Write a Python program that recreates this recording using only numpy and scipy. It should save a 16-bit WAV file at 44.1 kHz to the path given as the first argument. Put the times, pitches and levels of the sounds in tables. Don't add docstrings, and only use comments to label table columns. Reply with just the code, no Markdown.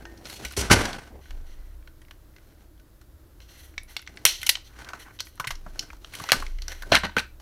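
import sys
import numpy as np
from scipy import signal
from scipy.fft import rfft, irfft
from scipy.io import wavfile
from scipy.ndimage import uniform_filter1d

SR = 44100
rng = np.random.default_rng(int(sys.argv[2]) if len(sys.argv) > 2 else 0)


def dump_mix(stems):
    frames = np.atleast_2d(stems).T
    limited = np.clip(frames, -1, 1)
    pcm = np.round(limited * 32767).astype(np.int16)
    wavfile.write(sys.argv[1], SR, pcm)


def nominal_scale(level):
    x = np.asarray(level, float) / 20
    return 10 ** x


N = 326781
T = np.arange(N) / SR


def unit(x):
    return x / np.sqrt(np.mean(x ** 2))


def band(x, lo_hz, hi_hz):
    sos = signal.butter(3, [lo_hz, min(hi_hz, .45 * SR)], "band", fs=SR, output="sos")
    return signal.sosfilt(sos, x)


def ring(x, hz, width_hz):
    return signal.lfilter(*signal.iirpeak(hz, hz / max(width_hz, 5.), fs=SR), x)


def body(x, modes):
    return x + sum(nominal_scale(db) * ring(x, hz, width_hz) for hz, width_hz, db in modes)


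def ringing_noise(hz, width_hz):
    return unit(ring(ring(rng.standard_normal(N), hz, width_hz), hz, width_hz))


def walk(rate_hz):
    hold = int(SR / rate_hz)
    return uniform_filter1d(np.repeat(rng.standard_normal(N // hold + 1), hold), hold)[:N]


def soften(x, hz):
    return signal.lfilter(*signal.butter(1, hz, fs=SR), x)


def contact(events, bright_db, t60_s, ring_db):
    low, mid, high = np.zeros((3, N + 4096))
    t = np.arange(4096) / SR
    fade = np.minimum(t / (0.022 * t60_s), 1) * nominal_scale(-60 * t / np.clip(t60_s, .003, .2))
    for start_s, peak_db, ring_hz, low_db in events:
        push = rng.standard_normal(len(t)) * fade
        push[4] += nominal_scale(9.5)
        push = push + nominal_scale(ring_db) * ring(push, ring_hz, ring_hz / 3.5)
        start = int(start_s * SR)
        at = slice(start, start + len(t))
        bands = (low, 480, 1900, low_db), (mid, 1900, 7000, 0), (high, 7000, 15000, bright_db)
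        for train, lo_hz, hi_hz, rel_db in bands:
            part = band(push, lo_hz, hi_hz)
            train[at] += nominal_scale(peak_db + rel_db) * part / np.abs(part).max()
    return (nominal_scale(1.0) * low + nominal_scale(-6.0) * mid + nominal_scale(2.5) * soften(high, 10000))[:N]


# start_s, peak_db, ring_hz, low_db
JAW_SNAPS = [
    (4.2521, 3, 5570, -15),
    (4.4309, -20, 2100, -24.5),
    (4.4921, -2.5, 2380, -19),
]


def snaps():
    return contact(JAW_SNAPS, bright_db=-5.5, t60_s=0.016, ring_db=1.6)


# start_s, peak_db, ring_hz, low_db
TOOL_BLOWS = [
    (6.3188, 3.5, 3130, -10.5),
    (6.9208, -15, 654, 1),
]


def blows():
    return contact(TOOL_BLOWS, bright_db=-11, t60_s=0.013, ring_db=3.9)


# start_s, peak_db, ring_hz, low_db
PART_RATTLES = [(.1743, -42.5, 5130, -17), (.2976, -28.5, 4350, -9), (.449, -20.5, 2200, -17.5),
                (4.2597, -5.5, 2950, -20), (5.3981, -20.5, 1100, -2), (5.4715, -18, 1900, -17),
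                (5.5059, -21, 1040, -5.5), (5.663, -50.5, 650, 15), (6.1364, -31.5, 2170, -7),
                (6.327, -10.5, 1210, -9), (7.3989, -42, 748, -6.5)]


def rattles():
    return contact(PART_RATTLES, bright_db=-13, t60_s=0.049, ring_db=21)


# start_s, peak_db, ring_hz, low_db
SPRING_CLINKS = [(2.0169, -47, 3040, -5.5), (2.7974, -51, 1580, -9), (3.0135, -46.5, 1360, -9),
                 (3.7394, -55, 2170, 2), (4.4156, -28, 2930, -21), (4.4642, -19.5, 5900, -33),
                 (4.4661, -14, 2770, -23), (4.4952, -6, 4560, -39), (5.7574, -53, 670, 11),
                 (5.825, -39.5, 1470, -4.5), (6.1513, -26, 3150, -15), (6.1994, -34.5, 1090, 2),
                 (6.4235, -35.5, 1100, 9), (6.822, -30, 1590, -3.5)]


def clinks():
    return contact(SPRING_CLINKS, bright_db=-8.5, t60_s=0.033, ring_db=7.1)


# start_s, peak_db, ring_hz, low_db
PLASTIC_TICKS = [(.854, -17, 1540, -15), (.93, -25, 4000, -16), (1.3069, -35.5, 2940, -4),
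                 (1.8744, -43.5, 3070, -2.5), (2.1096, -34.5, 2810, -6), (2.363, -42, 2056, -7.5),
                 (3.4029, -41, 2020, -11.5), (3.9659, -16.5, 3700, -13.5), (4.8464, -33.5, 1400, -22),
                 (4.8883, -28.5, 1350, -11), (4.9336, -32, 1190, 4), (5.204, -17, 4600, -14.5),
                 (5.4425, -37.5, 3120, 8), (5.4474, -29.5, 1040, -0.5), (5.5538, -33.5, 5600, -18),
                 (5.7926, -15, 5340, -38), (5.9314, -42.5, 960, 2.5), (6.2387, -22.5, 810, -8),
                 (6.6202, -26.5, 4200, -20), (6.6813, -19, 5430, -17), (6.7185, -26.5, 1940, -19),
                 (6.8323, -39.5, 1540, 2), (7.1669, -17, 3000, -4)]


def ticks():
    return contact(PLASTIC_TICKS, bright_db=-15.5, t60_s=0.023, ring_db=12)


# start_s, peak_db, ring_hz, low_db
JACKET_TAPS = [(.0535, -33, 4700, -2), (.2545, -28, 4240, -10), (.272, -41, 3500, -8),
               (.4415, -41, 1500, -4), (.536, -34, 2500, -7), (1.2559, -50.5, 1870, 1),
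               (1.376, -53, 1500, -7), (1.8256, -53.5, 2470, -5), (2.0496, -49, 2470, -12),
               (2.0835, -47, 1970, -8), (2.338, -59, 2000, -6), (2.3834, -47, 2020, -5),
               (2.7775, -56, 3020, -6), (3.7799, -21.5, 3100, -11.5), (3.993, -32, 1500, -17),
               (4.065, -41, 3000, -15), (4.0745, -26, 2220, -9.5), (4.1723, -28.5, 1980, -10.5),
               (4.5535, -15.5, 2890, -17), (4.571, -35.5, 910, -5), (5.1895, -30, 3230, -14),
               (5.197, -24.5, 3140, -25.5), (5.9028, -39, 2600, 3), (6.4653, -25, 2260, -34.5),
               (7.094, -42, 1370, 4), (.511, -30.5, 1470, -12), (4.0243, -35.5, 2150, -13),
               (5.2693, -35.5, 2000, -11.5), (5.377, -48, 1210, 0), (6.5859, -34.5, 2040, -11.5),
               (6.0456, -28, 3000, -10.5), (6.2892, -19, 1210, -4), (6.296, -17, 2500, -6),
               (6.305, -20.5, 3000, -15)]


def taps():
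    return contact(JACKET_TAPS, bright_db=-29, t60_s=.02, ring_db=16)


# start_s, peak_db, ring_hz, low_db
WIRE_SPARKS = [(.523, -40, 11000, -30), (4.018, -48, 11000, -25), (4.165, -55.5, 9450, -27),
               (4.401, -48, 12000, -26), (3.8331, -45, 10000, -30), (5.0, -49.5, 9000, -20),
               (5.3558, -50, 11000, -22), (5.524, -48, 12000, -16), (6.15, -47, 9000, -18),
               (6.2203, -43, 11000, -17), (6.293, -50, 10000, -25), (6.822, -54, 10000, -14),
               (6.9876, -35, 9000, -20), (6.9492, -27.5, 9500, -20), (6.96, -35, 10000, -11)]


def sparks():
    return contact(WIRE_SPARKS, bright_db=2.8, t60_s=0.011, ring_db=3.7)


# start_s, peak_db, ring_hz, low_db
TOOL_BOUNCES = [(4.4685, -18, 4000, -17.5), (4.475, -25, 2900, -13), (4.4985, -9, 4100, -31),
                (6.928, -12, 3000, -1), (6.936, -18, 3300, -5), (6.947, -12.5, 1520, -2),
                (6.9525, -0.5, 2980, -10), (6.9615, -10.5, 1700, -9), (6.9655, -19, 3000, 3.5),
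                (6.973, -19, 1610, -1.5), (7.0355, -26, 1125, 5), (7.05, -22, 1780, -1.5),
                (7.066, -31, 1500, -3), (7.179, -19.5, 1500, -1.5), (7.184, -13, 2630, -2.5),
                (7.193, -16, 3800, -12), (7.199, -20.5, 2800, -3), (7.203, -23.5, 1500, -6)]


def bounces():
    return contact(TOOL_BOUNCES, bright_db=-17.5, t60_s=0.016, ring_db=28)


# start_s, level_db, pitch_hz, t60_s
KNOCK_RINGS = [(.0085, -53.5, 1570, 0.11), (0.044, -44, 337, 0.99), (0.053, -51, 1830, 0.5),
               (.2555, -53, 4260, 0.16), (0.298, -52, 4320, 0.24), (0.576, -24, 400, 0.1),
               (0.704, -26, 1533, .1), (4.254, -32, 152, 0.03), (5.4, -38.5, 145, 0.13),
               (5.471, -37.5, 130, 0.28), (5.664, -39.5, 182, 0.057), (6.215, -33.5, 152, 0.048),
               (6.3202, -13.5, 759, 0.029), (6.323, -31, 130, 0.16), (6.343, -26, 238, 0.033),
               (6.9216, -7.5, 662, 0.022), (6.9415, -21, 653, 0.055), (7.037, -29, 200, 0.21),
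               (7.168, -22, 474, 0.067), (7.169, -21, 211, 0.052), (7.186, -30, 410, 0.017),
               (3.7796, -28, 2250, 0.027), (4.4312, -30.5, 2070, 0.037), (4.4298, -42, 1490, .04),
               (4.4672, -31, 5900, 0.028), (4.4915, -24, 2200, .03), (4.4925, -25, 2900, 0.027),
               (7.167, -14.5, 1500, .028), (0.0538, -52, 6220, 0.032), (0.45, -35, 5920, .03),
               (0.701, -20, 1330, 0.066), (.708, -19, 100, .3), (.745, -24.5, 91, .4),
               (0.571, -33, 99.4, .3), (6.3192, -15.5, 2310, .03), (4.2525, -11.5, 2200, .02),
               (5.7936, -33.5, 2990, 0.023), (3.9657, -29, 2200, .025)]


def rings():
    out, sway_db = np.zeros(N), 0.87 * walk(60)
    for start_s, level_db, pitch_hz, t60_s in KNOCK_RINGS:
        on = (T > start_s) & (T < start_s + 2 * t60_s)
        t = T[on] - start_s
        phase = 2 * np.pi * pitch_hz * t
        pair = np.sin(phase) + 0.23 * np.sin(0.9 * phase)
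        out[on] += nominal_scale(level_db - 60 * t / t60_s) * pair
    return out * nominal_scale(sway_db)


def strokes(table, land_s, lift_db_per_s, low_db, rasp_db, hiss_db, low_slope, hiss_slope):
    power = np.zeros((4, N))
    for start_s, length_s, first_db, last_db, bright_db in table:
        on = (T > start_s - land_s) & (T < start_s + length_s + .15)
        t = T[on] - start_s
        press_db = np.interp(t, [0, length_s], [first_db, last_db])
        press_db = press_db - lift_db_per_s * np.maximum(t - length_s, 0)
        tilt_db = np.array([[low_db - low_slope * bright_db], [0],
                            [rasp_db + bright_db], [hiss_db + hiss_slope * bright_db]])
        landing = np.clip(t / land_s + 1, 0, 1)
        power[:, on] += (nominal_scale(press_db + tilt_db) * landing) ** 2
    return np.sqrt(power)


def friction(gains, modes, bass_hz, rasp_hz, top_hz, grain_db, slips_hz, slip_db):
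    sizes = np.minimum(rng.exponential(size=N), 5)
    grains = rng.standard_normal(N) * nominal_scale(grain_db * sizes + slip_db * walk(slips_hz))
    rung = soften(soften(body(grains, modes), top_hz), top_hz)
    edges_hz = bass_hz, 850, 2200, rasp_hz, 17000
    bands = zip(gains, edges_hz, edges_hz[1:])
    return sum(gain * unit(band(rung, lo_hz, hi_hz)) for gain, lo_hz, hi_hz in bands) * nominal_scale(-6.0)


# mode_hz, width_hz, level_db
BENCH_MODES = [(87, 40, 27), (200, 42, 12.5), (307, 110, 12.5), (600, 340, 2), (1540, 100, -3.5)]
# start_s, length_s, first_db, last_db, bright_db
BOX_DRAGS = [
    (.568, 0.049, -32.5, -36, 5.5),
    (.593, 0.011, -31.5, -30.5, 5),
    (.606, .018, -33.5, -38.5, 0),
    (.624, 0.064, -33.5, -37.5, -2),
    (.701, 0.015, -21.5, -13.5, -5),
    (.713, 0.029, -16.5, -20, 0),
    (.735, 0.023, -18, -22.5, -5),
    (.753, 0.066, -24, -26.5, -4.5),
    (.828, .14, -29, -39.5, -5),
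    (.985, 0.12, -39.5, -59, -4.5),
]


def drags():
    gains = strokes(BOX_DRAGS, land_s=0.0037, lift_db_per_s=1495.5, low_db=3.0, rasp_db=-1.5,
                    hiss_db=-4.5, low_slope=0.065, hiss_slope=1.7)
    return friction(gains, BENCH_MODES, bass_hz=135, rasp_hz=5070, top_hz=5100,
                    grain_db=2.0, slips_hz=110, slip_db=3.0)


# mode_hz, width_hz, level_db
TOOL_MODES = [(660, 150, 2), (1600, 400, 2), (3000, 450, 3), (3900, 400, 2), (5900, 500, 0)]
# start_s, length_s, first_db, last_db, bright_db
TOOL_SCUFFS = [
    (6.92, 0.036, -16.5, -17.5, 1.5),
    (6.958, .017, -22, -27, 4),
    (6.976, 0.02, -29, -44, -3),
    (7.0, 0.023, -48, -51, -2),
    (7.035, 0.025, -24.5, -27, -1),
    (7.052, 0.022, -25, -53, -2.5),
    (7.082, 0.093, -44, -60, 0),
    (7.168, 0.025, -25, -25.5, 1),
    (7.185, 0.028, -27, -66, 2),
]


def scuffs():
    gains = strokes(TOOL_SCUFFS, land_s=0.0033, lift_db_per_s=1506, low_db=-2, rasp_db=-2.5,
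                    hiss_db=-16.0, low_slope=0.27, hiss_slope=1.0)
    return nominal_scale(-3.5) * friction(gains, BENCH_MODES + TOOL_MODES, bass_hz=119, rasp_hz=4700, top_hz=4000,
                                grain_db=3.5, slips_hz=170, slip_db=3.0)


# start_s, length_s, first_db, last_db, bright_db
HAND_RUBS = [(0, 0.45, -58, -59.5, -4.5), (.262, 0.066, -49, -45, 3), (.342, 0.032, -55.5, -55.5, 11),
             (.405, 0.056, -46.5, -45.5, -1), (.455, 0.075, -53, -56, 7.5), (.51, 0.02, -53, -45, 4),
             (1.125, 0.084, -58, -62.5, -10), (1.32, 0.41, -59.5, -80, -4), (2.42, 0.23, -66.5, -68, -2),
             (4.1, 0.16, -60.5, -57.5, -2.5), (5.56, 0.282, -68.5, -52, -0.5), (5.8, 0.16, -59, -61.5, 0.5),
             (6.02, .11, -62.5, -59.5, 2.5), (6.14, 0.12, -46, -53.5, 3), (6.36, 0.16, -41, -62, 2),
             (6.83, 0.11, -61, -43, -3)]
# start_s, length_s, first_db, last_db, bright_db
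SLEEVE_RUSTLES = [
    (4.7, 0.045, -60, -56, -5),
    (4.765, 0.063, -49, -44, -5),
    (4.845, 0.06, -47.5, -40.5, -10),
    (4.95, .045, -42.5, -53.5, -8),
    (5.062, 0.044, -48, -47.5, -12),
]


def rubs():
    hands = strokes(HAND_RUBS, land_s=0.027, lift_db_per_s=600.0, low_db=6, rasp_db=-2.0,
                    hiss_db=-10.0, low_slope=1.0, hiss_slope=0.98)
    sleeve = strokes(SLEEVE_RUSTLES, land_s=0.018, lift_db_per_s=804, low_db=-5, rasp_db=-2.5,
                     hiss_db=-12.5, low_slope=.1, hiss_slope=0.93)
    return friction(np.hypot(hands, sleeve), BENCH_MODES, bass_hz=130, rasp_hz=6700, top_hz=14800,
                    grain_db=3.5, slips_hz=190, slip_db=3.0)


# mode_hz, width_hz, level_db
JAW_MODES = [(1980, 200, 5), (3230, 780, 4), (4150, 370, 3.5), (5900, 700, 2.5), (12500, 3400, 7)]
# start_s, length_s, first_db, last_db, bright_db
JAW_SCRAPES = [(1.22, 0.1, -60, -61, 2), (1.47, 0.073, -60.5, -61.5, 3), (1.56, 0.19, -63.5, -68, -3.5),
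               (3.42, 0.061, -62, -74.5, 7), (3.49, 0.15, -57, -58.5, 4.5), (3.65, 0.14, -60, -74, 2),
               (3.89, 0.068, -52.5, -58, 2), (4.275, 0.12, -39, -57, 16.5), (4.41, 0.062, -52, -54.5, 9.5),
               (4.58, 0.04, -66, -69, 9), (4.65, 0.0255, -63, -59, 10.5), (5.0, 0.029, -49.5, -46.5, 2),
               (5.13, 0.038, -63, -61, 1.5), (5.24, 0.14, -80, -67.5, 8.5), (6.22, 0.086, -46.5, -42, -0.5),
               (6.5, 0.17, -64, -62, 4), (6.69, 0.036, -46, -38, -1), (6.75, 0.066, -50, -55, 0.5)]
# start_s, length_s, first_db, last_db, bright_db
FINGER_BRUSHES = [(.28, 0.087, -65, -65, 9), (3.5, .06, -75, -74, 12), (3.9, .035, -67.5, -70, 13),
                  (3.58, 0.077, -69, -69, 11), (3.68, .03, -72, -76, 8), (5.0, .045, -66, -67, 6),
                  (5.14, 0.016, -69, -69, 8), (5.255, 0.036, -70, -72, 15.5), (6.27, 0.034, -63, -62, 4),
                  (6.72, 0.016, -69, -77, -4)]


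def scrapes():
    jaws = strokes(JAW_SCRAPES, land_s=0.016, lift_db_per_s=897.5, low_db=-4.5, rasp_db=-3.5,
                   hiss_db=-12.5, low_slope=0.092, hiss_slope=0.79)
    fingers = strokes(FINGER_BRUSHES, land_s=0.012, lift_db_per_s=700, low_db=-5, rasp_db=-5.5,
                      hiss_db=2, low_slope=.1, hiss_slope=0.65)
    return friction(np.hypot(jaws, fingers), JAW_MODES, bass_hz=300, rasp_hz=6800, top_hz=14800,
                    grain_db=1.0, slips_hz=89, slip_db=1.5)


# start_s, deep_db, upper_db, t60_s
BENCH_JOLTS = [(0, -58, -51, 5.3), (.46, -66, -35.5, .3), (.59, -56.5, -35, 0.55), (.71, -26, -27.5, 0.98),
               (1.14, -40.5, -46, 0.41), (1.316, -29, -39.5, 2.5), (1.6, -40, -44, 1.5),
               (2.19, -51, -56.5, 1.9), (3.78, -38, -50, 0.7), (4.33, -44, -48, 1.3),
               (4.56, -45.5, -70.5, 0.88), (5.529, -27, -41, 1.2), (5.921, -44, -45.5, 1),
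               (6.384, -22, -38, 1.9), (6.54, -23, -47.5, 0.27), (6.83, -30, -56, 0.26),
               (6.95, -42, -33.5, 1.3), (7.17, -48, -40, 0.77), (7.33, -36.5, -65, 0.78)]


def wobble():
    lean_db = np.array([[-56.5], [-57.5]])
    fade_ratio = np.array([[1], [1.4]])
    power = nominal_scale(lean_db) ** 2 + np.zeros(N)
    for start_s, deep_db, upper_db, t60_s in BENCH_JOLTS:
        t = T - start_s
        fade_db = np.where(t < 0, 500 * t, -60 * t / t60_s)
        power = power + nominal_scale(fade_db * fade_ratio + np.array([[deep_db], [upper_db]])) ** 2
    deep_hz = 26 * (1 + .15 * walk(9))
    deep = np.sin(2 * np.pi * np.cumsum(deep_hz) / SR) * nominal_scale(-3 + 2.5 * walk(12))
    upper_hz = 60 * (1 + 0.2 * walk(15))
    upper = np.sin(2 * np.pi * np.cumsum(upper_hz) / SR) * nominal_scale(3.0 + 4.6 * walk(12))
    rumble = nominal_scale(-57.0) * ringing_noise(49, 35)
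    return np.sqrt(power[0]) * deep + np.sqrt(power[1]) * upper + rumble


# lo_hz, hi_hz, t60_s, level_db
ROOM_BANDS = [(99, 950, 0.15, -11), (965, 1880, 0.21, -12), (1900, 5500, 0.25, -14),
              (4800, 9000, .2, -12.5), (7950, 15500, 0.13, -12)]


def room(x):
    t = np.arange(SR // 2) / SR
    build_up = np.clip((t - .003) / 0.0032, 0, 1)
    tail = 0
    for lo_hz, hi_hz, t60_s, level_db in ROOM_BANDS:
        part = band(rng.standard_normal(len(t)), lo_hz, hi_hz) * nominal_scale(-60 * t / t60_s) * build_up
        tail = tail + nominal_scale(level_db) * part / np.sqrt(np.sum(part ** 2) * SR / 2 / (hi_hz - lo_hz))
    return signal.fftconvolve(x, tail)[:N]


# mode_hz, width_hz, level_db
HOUSING_MODES = [(1500, 170, 2.5), (2100, 500, -9.5), (3090, 880, 1), (4200, 490, 3), (5900, 810, 0.5),
                 (10330, 4400, 4.5)]


def housing(x):
    return body(x, HOUSING_MODES)


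# freq_hz, level_db_per_hz
SHOP_SPECTRUM = [(50, -27.5), (85, 1.5), (168, -12), (234, -14.5), (333, -10.5), (397, -18), (616, -16.5),
                 (735, -23), (1450, -23), (2470, -32), (4090, -31), (8650, -35.5), (12300, -30.5),
                 (15300, -31.5), (16400, -47)]


def workshop():
    hz, db = np.transpose(SHOP_SPECTRUM)
    freq_hz = np.maximum(np.arange(N // 2 + 1) * SR / N, 1)
    shape = nominal_scale(np.interp(np.log(freq_hz), np.log(hz), db))
    hiss = unit(irfft(rfft(rng.standard_normal(N)) * shape, N))
    fan = nominal_scale(-8.5 + 1.9 * walk(14.0)) * ringing_noise(315, 72)
    return nominal_scale(-58) * (hiss * nominal_scale(1.0 * walk(5.0)) + fan)


def whine():
    return nominal_scale(-84.5) * unit(ring(rng.standard_normal(N), 13970, 150))


def scene():
    clicks = snaps() + blows() + rattles() + clinks() + ticks() + taps() + sparks() + bounces()
    near = clicks + rings() + drags() + scuffs() + rubs() + scrapes()
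    return (housing(near + room(near)) + wobble() + workshop() + whine())[None]


def low_pass(x):
    return signal.sosfilt(signal.butter(12, 16530, fs=SR, output="sos"), x)


def record(dry):
    heard = signal.sosfilt(signal.ellip(8, .3, 32, 15850, fs=SR, output="sos"), dry)
    return low_pass(np.clip(heard, -.99, .99))


dry = scene()
out = record(dry)
dump_mix(out)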